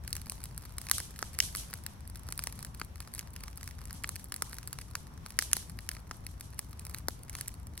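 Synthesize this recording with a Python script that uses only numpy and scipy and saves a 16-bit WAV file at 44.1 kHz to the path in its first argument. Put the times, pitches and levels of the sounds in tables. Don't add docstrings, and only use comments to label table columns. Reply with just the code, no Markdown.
import sys
import numpy as np
from scipy import signal
from scipy.fft import rfft, irfft
from scipy.io import wavfile
from scipy.ndimage import uniform_filter1d, minimum_filter1d

SR = 44100
rng = np.random.default_rng(int(sys.argv[2]) if len(sys.argv) > 2 else 0)


def persist_wave(psi):
    counts = np.round(np.clip(psi, -1, 1) * 32767).astype(np.int16)
    wavfile.write(sys.argv[1], SR, np.atleast_2d(counts).T)


N = 343980
TIME = np.arange(N) / SR
POP_SIZE = 1024
POP_HZ = np.fft.rfftfreq(POP_SIZE, 1 / SR)
LEVEL_SAMPLES = 0.002 * SR
CAVITY_HZ = 1650

# t/s, crack level/dB, knock level/dB, cavity pitch f/Hz,
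# level thrown at the trees/dB
POCKETS = [(0.0775, -34, -42, 1924, -68), (0.129, -26.5, -31.5, 3580, -42.5), (0.1533, -35, -46, 1590, -56),
           (0.1658, -33, -42.5, 1900, -51), (0.216, -39.5, -50.5, 1700, -57),
           (0.2975, -28.5, -39.5, 3130, -40), (0.3201, -35.5, -45, 1230, -60),
           (0.4392, -32, -50.5, 1550, -47), (0.456, -40, -48.5, 1900, -62), (0.578, -33, -50, 1420, -61),
           (0.783, -30, -40, 1850, -42), (0.8155, -36, -48, 1600, -64), (0.8681, -42, -44, 1580, -56),
           (0.8868, -39, -40, 2150, -44), (0.8976, -32, -40, 1700, -40), (0.9134, -16, -24, 1760, -23.5),
           (0.982, -27, -37.5, 1600, -54), (1.002, -32, -38, 1560, -35), (1.1905, -36, -43, 1390, -47),
           (1.2267, -35, -29.5, 1230, -38), (1.3881, -25, -32.5, 1620, -33),
           (1.4026, -23, -17, 3210, -24.5), (1.55, -32.5, -35, 1460, -27.5), (1.5599, -30, -52, 1530, -39),
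           (1.5704, -32, -61, 1436, -50), (1.73, -49, -41, 1570, -48), (1.738, -31.5, -41, 1540, -48),
           (1.8642, -30.5, -38.5, 2000, -46.5), (2.076, -40, -60, 1770, -62), (2.1572, -40, -47, 2100, -74),
           (2.2877, -39, -43.5, 1140, -52), (2.324, -30, -38, 1770, -51), (2.377, -31, -52, 1800, -53),
           (2.392, -31, -34.5, 1660, -42), (2.4383, -28.5, -45, 2000, -43), (2.4714, -29.5, -34, 1600, -59),
           (2.525, -38, -51, 1960, -46), (2.591, -41, -49, 1400, -49), (2.6274, -36.5, -47, 1600, -61),
           (2.6484, -36, -43, 1590, -50), (2.7472, -42, -52, 1800, -50), (2.7978, -39, -46, 1500, -54),
           (2.8148, -47, -31, 1240, -69), (3.0037, -36.5, -42.5, 1540, -52),
           (3.1383, -35, -50, 2000, -46.5), (3.1495, -34, -54, 1400, -65), (3.18, -41, -49, 1400, -62),
           (3.1925, -31.5, -35.5, 2680, -66), (3.363, -40, -42.5, 2040, -60),
           (3.4373, -38, -43.5, 1820, -49), (3.4805, -45, -43, 1730, -64), (3.5745, -36.5, -58, 1650, -50),
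           (3.6306, -39, -45, 1910, -45.5), (3.6764, -37.5, -41.5, 1930, -66),
           (3.8545, -39.5, -52.5, 1770, -53), (3.9078, -43, -43, 1650, -46), (3.929, -36, -58, 1450, -40.5),
           (4.037, -33, -47.5, 1850, -54), (4.0429, -53, -27.5, 1830, -48),
           (4.0915, -28.5, -40, 1390, -41.5), (4.157, -35, -45, 2100, -53),
           (4.162, -38.5, -43, 2000, -44.5), (4.2428, -37.5, -65, 1400, -64),
           (4.3215, -32, -35.5, 1740, -49), (4.3412, -31.5, -43, 1590, -50),
           (4.3629, -33.5, -48, 1880, -49), (4.4218, -24, -32, 1100, -38), (4.53, -43, -40.5, 1740, -59),
           (4.543, -39, -55, 1300, -54), (4.5844, -37.5, -42, 1650, -56), (4.675, -32, -49, 1650, -51),
           (4.7292, -32, -42, 1500, -48), (4.787, -39, -40.5, 1440, -46), (4.8133, -40.5, -50, 1760, -50),
           (4.953, -31.5, -30, 1940, -42.5), (5.262, -39, -41.5, 1500, -50), (5.305, -40, -48.5, 1890, -59),
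           (5.3893, -14.5, -15.5, 1930, -27), (5.4235, -30, -35, 1700, -52), (5.5147, -40, -45, 1900, -52),
           (5.5318, -15, -24.5, 2080, -29.5), (5.5674, -27.5, -38, 1240, -37),
           (5.697, -40, -52.5, 1550, -64), (5.7887, -42, -40, 1800, -46), (5.89, -28.5, -33, 2280, -43.5),
           (5.915, -38, -40.5, 1920, -54), (5.967, -52, -44.5, 1450, -64), (6.1112, -44.5, -34, 1460, -45),
           (6.266, -35, -39, 2430, -45.5), (6.4088, -36.5, -46, 1830, -42.5),
           (6.5918, -26.5, -38, 1640, -46), (6.7948, -37.5, -50.5, 2500, -53),
           (6.8511, -37, -51.5, 1720, -60), (6.8675, -39.5, -47.5, 1540, -53),
           (6.896, -40.5, -60, 1700, -60), (6.946, -33, -38, 1710, -52), (6.9848, -38, -51, 2200, -66),
           (7.0842, -25.5, -29.5, 1010, -40.5), (7.2964, -35.5, -45.5, 2000, -50),
           (7.352, -35.5, -37.5, 1760, -36.5), (7.3866, -43, -46, 1710, -57), (7.4107, -29, -39, 1790, -62),
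           (7.4772, -40, -49, 1890, -57), (7.4811, -29, -49.5, 1810, -48), (7.777, -36, -45, 1750, -31)]
# t/s, level before trim and flicker/dB
HISS_LEVEL = [(0.0, -63), (0.49, -63.5), (1.54, -58.5), (2.1, -63), (2.55, -62), (2.83, -62.5), (4.35, -65),
              (5.23, -63), (5.49, -62), (6.11, -67.5), (7.4, -62), (7.7, -68.5)]


def undb(db):
    return 10 ** (np.asarray(db) / 20)


def unit(x):
    return x / np.sqrt(np.mean(x ** 2))


def curve(rows):
    return np.interp(TIME, *np.transpose(rows))


def response(points, size):
    hz, db = np.transpose(points)
    bins_hz = np.fft.rfftfreq(size, 1 / SR)
    return undb(np.interp(np.log(bins_hz + 1), np.log(hz), db))


def colour(x, points):
    size = x.shape[-1]
    return irfft(rfft(x) * response(points, size), size)


def causal(points):
    cepstrum = irfft(np.log(response(points, POP_SIZE)))
    cepstrum[1:POP_SIZE // 2] *= 2
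    cepstrum[POP_SIZE // 2 + 1:] = 0
    return np.exp(rfft(cepstrum, POP_SIZE))


def walk(rate_hz):
    hold = int(SR / rate_hz)
    held = np.repeat(rng.standard_normal(N // hold + 1), hold)
    smooth = uniform_filter1d(uniform_filter1d(held, hold), hold)
    return unit(smooth[:N])


def add(out, s, sound):
    start = max(int(s * SR), 0)
    out[:, start:start + sound.shape[1]] += sound[:, :max(N - start, 0)]


def flames(level_db=-47, apart_db=-16.0, flutter_db=0.9, flutter_hz=14, lean_db=1.35):
    # f/Hz, relative level per Hz/dB
    roar_spectrum = [(20, -14), (31, -18), (40, -17.5), (52, 4), (66, 1.5), (82, 1), (105, -3), (160, -8.5),
                     (250, -16.5), (400, -28), (700, -47.5), (1500, -54.5)]
    shared = rng.standard_normal(N)
    separate = undb(apart_db) * rng.standard_normal((2, N))
    roar = unit(colour(shared + separate, roar_spectrum))
    left_right_db = lean_db * np.array([[1], [-1]])
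    return roar * undb(level_db + flutter_db * walk(flutter_hz) + left_right_db)


def licks(level_db=-70, centre_hz=1000, width_hz=500, flutter_db=4.0, flutter_hz=14):
    band = signal.iirpeak(centre_hz, centre_hz / width_hz, fs=SR)
    rush = unit(signal.filtfilt(*band, rng.standard_normal((2, N))))
    return rush * undb(level_db + flutter_db * walk(flutter_hz))


def sizzle(trim_db=-1.0, grain_db=3, flicker_db=1.8, flicker_hz=25):
    # f/Hz, relative level per Hz/dB
    hiss_spectrum = [(1500, 14.5), (3000, 10.5), (5000, 7.5), (7500, 3.5), (10000, 5), (12300, 5.5),
                     (14000, -1), (16000, -48)]
    noise = rng.standard_normal((2, N))
    grains = noise * undb(grain_db * rng.standard_normal(N))
    level_db = curve(HISS_LEVEL) + trim_db + flicker_db * walk(flicker_hz)
    return unit(colour(grains, hiss_spectrum)) * undb(level_db)


def night(air_db=-57.5, sway_db=0.7, band_hiss_db=-77, band_hiss_hz=5650, width_hz=600, pulse_db=2):
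    # f/Hz, relative level per Hz/dB
    air_spectrum = [(100, 11.5), (300, -1), (600, -0.5), (1000, -0.5), (1500, -8.5), (2200, -13.5),
                    (3500, -33), (6000, -49), (14000, -33)]
    murmur = unit(colour(rng.standard_normal((2, N)), air_spectrum))
    air = murmur * undb(air_db + sway_db * walk(15.0))
    band = signal.iirpeak(band_hiss_hz, band_hiss_hz / width_hz, fs=SR)
    band_hiss = unit(signal.filtfilt(*band, rng.standard_normal((2, N))))
    return air + band_hiss * undb(band_hiss_db + pulse_db * walk(2.7))


def crackle(count=560, faint_db=-58, spread_db=4.5, most_db=-45.5, knock_db=-8, tone_db=14,
            echo_db=-13, cluster_s=0.05, cluster_share=0.45, hiss_share=0.78):
    chance, size, tone, pitch, pick, offset = rng.random((count, 6)).T
    neighbour = (chance * len(POCKETS)).astype(int)
    beside = np.array(POCKETS)[neighbour, 0] + cluster_s * (2 * offset - 1)
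    when = np.where(pick < cluster_share, beside, chance * N / SR)
    when = np.clip(when, 0, TIME[-1])
    hiss_rise_db = np.interp(when, *np.transpose(HISS_LEVEL)) - curve(HISS_LEVEL).mean()
    strength_db = faint_db + hiss_share * hiss_rise_db - spread_db * np.log(1 - size)
    strength_db = np.minimum(strength_db, most_db)
    dull_db = tone_db * (tone - 0.5)
    cavity_hz = CAVITY_HZ * 2 ** (pitch - 0.5)
    return np.transpose([when, strength_db - dull_db / 2, strength_db + knock_db + dull_db,
                         cavity_hz, strength_db + echo_db])


def ports(hz, low_left_db=2.5, notch_hz=3400, notch_db=-5, shade_hz=7000, shade_db=-4.0):
    # f/Hz, phase lag/radians
    port_phase = [(0, 0), (1500, 0), (3200, 1.2), (4000, 1), (5200, 2.4), (6400, 2.5), (7500, 4.5),
                  (10500, 6.7), (13000, 8.6), (15500, 10.2)]
    lag = np.exp(-1j * np.interp(hz, *np.transpose(port_phase)))
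    bass_db = low_left_db * np.exp(-hz / 1000)
    treble_db = shade_db * np.exp(-((hz - shade_hz) / 1400) ** 2)
    lean = undb(bass_db + treble_db)
    notch = undb(notch_db * np.exp(-((hz - notch_hz) / 500) ** 2))
    return notch * np.array([lean, lag / lean])


def cavity(knock_hz, knock_q, skirt):
    u = 1j * POP_HZ / knock_hz
    resonance = u / (1 + u / knock_q + u * u)
    radiation = u / (1 + u + u * u)
    low_cut = u * u / (skirt ** 2 + skirt * u + u * u)
    return resonance * radiation * low_cut


def bursts(rows, tear=0.4, knock_q=0.8, skirt=0.69, blur_db=-14, blur_ms=5.3):
    # f/Hz, relative level/dB
    crack_spectrum = [(4500, -35), (7000, -9), (8700, -1), (10200, -.5), (12300, 0), (14200, -3),
                      (15700, -5.5), (16500, -12)]
    snap_spectrum = [(2200, -37), (3400, 1), (4300, 13), (5800, 11), (7200, -1), (9500, -17)]
    thud_spectrum = [(90, -20), (250, 5), (450, 5.5), (750, -1.5), (1000, -3.5), (1300, 6), (2500, -75.5)]
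    usual_crack_db = -30
    splinter_hz, splinter_width_hz, splinter_db, splinter_growth = 9650, 2300, -9, 1
    snap_lift_db, snap_knock_share = 0.82, 0.69
    thud_offset_db, thud_db_per_octave = -13, 16
    usual_tear_ms, tear_octaves, tear_halving_db = 0.96, 0.28, 33

    out = np.zeros((2, N))
    ms = 1000 * np.arange(POP_SIZE) / SR
    crack, snap, thud = causal(crack_spectrum), causal(snap_spectrum), causal(thud_spectrum)
    direct = ports(POP_HZ)
    damping = 1j * POP_HZ * splinter_width_hz
    splinter = damping / (splinter_hz ** 2 - POP_HZ ** 2 + damping)
    for s, crack_db, knock_db, knock_hz, _ in rows:
        strength_db = crack_db - usual_crack_db
        ring = 1 + splinter * undb(splinter_db + splinter_growth * strength_db)
        snap_db = snap_lift_db + crack_db + snap_knock_share * (knock_db - crack_db)
        octaves_down = np.log2(CAVITY_HZ / knock_hz)
        thud_db = thud_offset_db + knock_db + thud_db_per_octave * octaves_down
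        octaves = tear_octaves * rng.standard_normal() - strength_db / tear_halving_db
        tear_ms = usual_tear_ms * 2 ** octaves
        chance = rng.standard_normal((3, POP_SIZE))
        tearing = tear * chance[0] * np.exp(-ms / tear_ms) / np.sqrt(1 + tear_ms)
        push = rfft((ms == 0) + tearing)
        knock = cavity(knock_hz, knock_q, skirt)
        blur = unit(chance[1:] * np.exp(-ms / blur_ms))
        paths = direct * (1 + undb(blur_db) * rfft(blur) / np.sqrt(POP_SIZE))
        parts = ((crack * ring, crack_db), (snap, snap_db), (knock, knock_db), (thud, thud_db))
        pop = sum(undb(db) * unit(irfft(push * body * paths)) for body, db in parts)
        add(out, s, pop * np.sqrt(LEVEL_SAMPLES / POP_SIZE))
    return out


def trees(rows, arrive_s=0.027, t60=0.24, late_db=-25, late_t60=0.91, near_db=-20, near_t60=0.099):
    # f/Hz, relative level/dB
    foliage_spectrum = [(200, 2), (1700, -15), (3000, 1.5), (4500, 3), (5700, 6), (7500, 3), (10000, 6.5),
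                        (12800, 1.5), (14200, -35), (16000, -44)]
    thrown = np.zeros((1, N))
    places = np.clip((rows[:, 0] * SR).astype(int), 0, N - 1)
    thrown[0, places] = undb(rows[:, -1]) * np.sqrt(LEVEL_SAMPLES)
    t = np.arange(SR) / SR
    arrival = 1 / (1 + (arrive_s / (t + 1e-4)) ** 4)
    leaves = arrival * (undb(-60 * t / t60) + undb(late_db - 60 * t / late_t60))
    grass = undb(near_db - 60 * t / near_t60)
    wash = colour(rng.standard_normal((2, SR)), foliage_spectrum)
    echo = unit((leaves + grass) * wash) / np.sqrt(SR)
    return signal.fftconvolve(thrown, echo, axes=1)[:, :N]


def scene():
    pockets = np.vstack([POCKETS, crackle()])
    pops = bursts(pockets) + trees(pockets)
    return pops + flames() + licks() + sizzle() + night()


def limiter(x, ceiling_db=-2.5, release_s=0.0063):
    over = np.log(np.maximum(np.abs(x).max(axis=0) / undb(ceiling_db), 1))
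    fall = TIME / release_s
    held = np.exp(np.maximum.accumulate(np.log(over + 1e-12) + fall) - fall)
    early = minimum_filter1d(np.exp(-held), size=33)
    return x * uniform_filter1d(early, size=33)


def record(dry, top_hz=16300):
    top_cut = signal.ellip(8, 0.2, 70, top_hz, fs=SR, output="sos")
    return signal.sosfilt(top_cut, limiter(dry))


dry = scene()
out = record(dry)
persist_wave(out)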